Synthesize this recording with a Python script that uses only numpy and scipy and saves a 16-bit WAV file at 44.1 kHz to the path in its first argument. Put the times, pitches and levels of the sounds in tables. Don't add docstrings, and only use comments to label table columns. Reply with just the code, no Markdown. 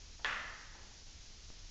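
import sys
import numpy as np
from scipy import signal
from scipy.fft import rfft, irfft
from scipy.io import wavfile

SR = 44100
rng = np.random.default_rng(int(sys.argv[2]) if len(sys.argv) > 2 else 0)


def log_audio(samples):
    frames = np.atleast_2d(samples).T
    limited = np.clip(frames, -1, 1)
    pcm = np.round(limited * 32767).astype(np.int16)
    wavfile.write(sys.argv[1], SR, pcm)


N = 74970

KNOCK_S = 0.2464
# f/Hz, level/dB, time to fade by 60 dB/s
HOUSING_TONES = [(520, -33, 0.013), (1240, -11, .014), (1510, -9, .009), (1770, 2.5, 0.0148),
                 (1990, -8, 0.013), (2580, -8.5, 0.0068), (3300, -3.5, 0.0099)]
# arrival t/s, level/dB next to the direct click, treble cutoff f/Hz
ECHOES = [(0.2484, 1.5, 2300), (0.2529, 1, 2400), (0.2598, 1.5, 3600), (0.2704, -5, 3020),
          (0.2832, -8.5, 2400), (0.3630, -12.5, 2600)]
def knock():
    snap_hz, snap_width_hz = 3080, 1000
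    t = since(KNOCK_S)
    snap = gain(-19) * np.sin(2 * np.pi * snap_hz * t) * np.exp(-np.pi * snap_width_hz * t)
    housing = fading_tones(HOUSING_TONES, KNOCK_S)
    echoes = sum(gain(db) * cut_treble(fading_tones(HOUSING_TONES, at), hz) for at, db, hz in ECHOES)
    click = gain(-20) * (housing + echoes) / np.abs(housing).max()
    return cut_bass(snap + click, hz=1050)


# f/Hz, level/dB
ROOM_COLOUR = [(120, -25), (230, -15), (320, -19.5), (420, -17), (560, -11.5), (950, -9), (1200, -4),
               (1750, -0.5), (2080, 0), (2280, -11.5), (2550, -6), (3450, -12), (4200, -19.5), (7000, -26)]
# f/Hz, time to fade by 60 dB/s
ROOM_FADE_TIMES = [(200, 1.3), (800, 1.126), (1800, 1.07), (3000, 0.97), (6000, 0.9)]
# f/Hz, level/dB, time to fade by 60 dB/s
ROOM_TONES = [(1152, -3, 0.41), (1253, -3.5, 0.98), (1347, -7.5, 1.3), (1479, -3, 0.82), (1492, -3, 0.87),
              (1660, -6.5, 1.1), (1714, 0.5, 1.3), (1813, -5, 1.55), (1900, -4.5, 1.6), (2020, -4.5, 1.3),
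              (2105, -7.5, 0.74), (2478, -2, 0.27)]
def room_ring():
    t, hz = since(KNOCK_S), np.fft.rfftfreq(N, 1 / SR)
    spectrum = rfft(noise(ROOM_COLOUR))
    centres_hz = 125 * 2 ** np.arange(0, 6.5, .5)
    wash = 0
    for centre, only_this_band in zip(centres_hz, np.eye(len(centres_hz))):
        band = irfft(spectrum * np.interp(hz, centres_hz, only_this_band), N)
        wash = wash + band * fade(t, value_at(ROOM_FADE_TIMES, centre))
    tones = fading_tones(ROOM_TONES, KNOCK_S)
    build_up = 1 - np.exp(-t / .008)
    return (gain(-35) * wash + gain(-48.5) * tones) * build_up


# start t/s, rise time/s, fall time/s, level/dB
PUFFS = [(0.192, 0.0022, .035, -57), (0.72, 0.022, 0.13, -58)]
# f/Hz, level/dB
PUFF_COLOUR = [(150, -4.5), (450, -4), (720, -1), (850, 4.5), (1000, -5), (1400, -8), (3000, -29)]
def puffs():
    loudness = 0
    for start, rise, fall, db in PUFFS:
        t = since(start)
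        loudness = loudness + gain(db) * (1 - np.exp(-t / rise)) * np.exp(-t / fall)
    return loudness * noise(PUFF_COLOUR)


def tick(start_s=1.5027, fall_s=0.0095):
    t = since(start_s)
    return -gain(-42) * (t > 0) * np.exp(-t / fall_s)


# f/Hz, level/dB
HISS_COLOUR = [(1000, -29), (2000, -14.5), (3000, -8.5), (4200, -2.5), (5600, .5), (6700, -1.5),
               (7400, -5.5), (8000, -17.5)]
def microphone_hiss(flicker_db=0.57):
    flicker = normalise(cut_treble(rng.standard_normal(N), hz=26))
    return noise(HISS_COLOUR) * gain(-59 + flicker_db * flicker)


# f/Hz, level/dB
SOFT_NOISE_COLOUR = [(60, 3.5), (150, 4.5), (280, 3), (600, -3.5), (1200, -5), (2000, -3), (3200, -1.5),
                     (5000, -4), (7800, -15)]
# middle t/s, half the length/s, drop in level/dB
DIPS = [(0.172, .012, 6), (0.686, 0.0062, 7), (0.729, 0.0073, 4), (1.049, 0.013, 10), (1.476, 0.0072, 7)]
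def soft_noise():
    t = np.arange(N) / SR
    dip_db = sum(drop * np.exp(-((t - at) / half_length) ** 4) for at, half_length, drop in DIPS)
    return noise(SOFT_NOISE_COLOUR) * gain(-62.5 - dip_db)


# f/Hz, level/dB
RUMBLE_COLOUR = [(12, -6.5), (24, 0.5), (34, 1), (48, -7), (62, -10), (75, -5.5), (92, -15), (160, -22.5),
                 (300, -40.5)]
def rumble():
    return noise(RUMBLE_COLOUR) * gain(-54.5)


def gain(db):
    return 10 ** (np.asarray(db) / 20)


def normalise(x):
    return x / np.sqrt(np.mean(x ** 2))


def since(start_s):
    return np.maximum(np.arange(N) / SR - start_s, 0)


def fade(t, fade_s):
    return np.exp(-np.log(1000) * t / fade_s)


def fading_tones(tones, start_s):
    t = since(start_s)
    return sum(gain(db) * np.sin(2 * np.pi * hz * t) * fade(t, fade_s) for hz, db, fade_s in tones)


def value_at(table, hz):
    row_hz, values = np.array(table, float).T
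    return np.interp(np.log(hz + 0.00078), np.log(row_hz), values)


def noise(colour):
    hz = np.fft.rfftfreq(N, 1 / SR)
    strength = gain(value_at(colour, hz)) * (hz > 0)
    random_phases = np.exp(2j * np.pi * rng.random(len(hz)))
    return normalise(irfft(strength * random_phases, N))


def cut_treble(x, hz, order=2):
    return signal.sosfilt(signal.butter(order, hz, fs=SR, output="sos"), x)


def cut_bass(x, hz):
    return signal.sosfilt(signal.butter(1, hz, "high", fs=SR, output="sos"), x)


def scene():
    mono = knock() + room_ring() + puffs() + tick() + microphone_hiss() + soft_noise() + rumble()
    return np.array([mono, mono])


def record(dry):
    microphone_top_hz, recorder_top_hz = 7070, 7800
    softened = cut_treble(dry, microphone_top_hz, order=10)
    return signal.sosfilt(signal.ellip(10, .2, 70, recorder_top_hz, fs=SR, output="sos"), softened)


dry = scene()
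out = record(dry)
log_audio(out)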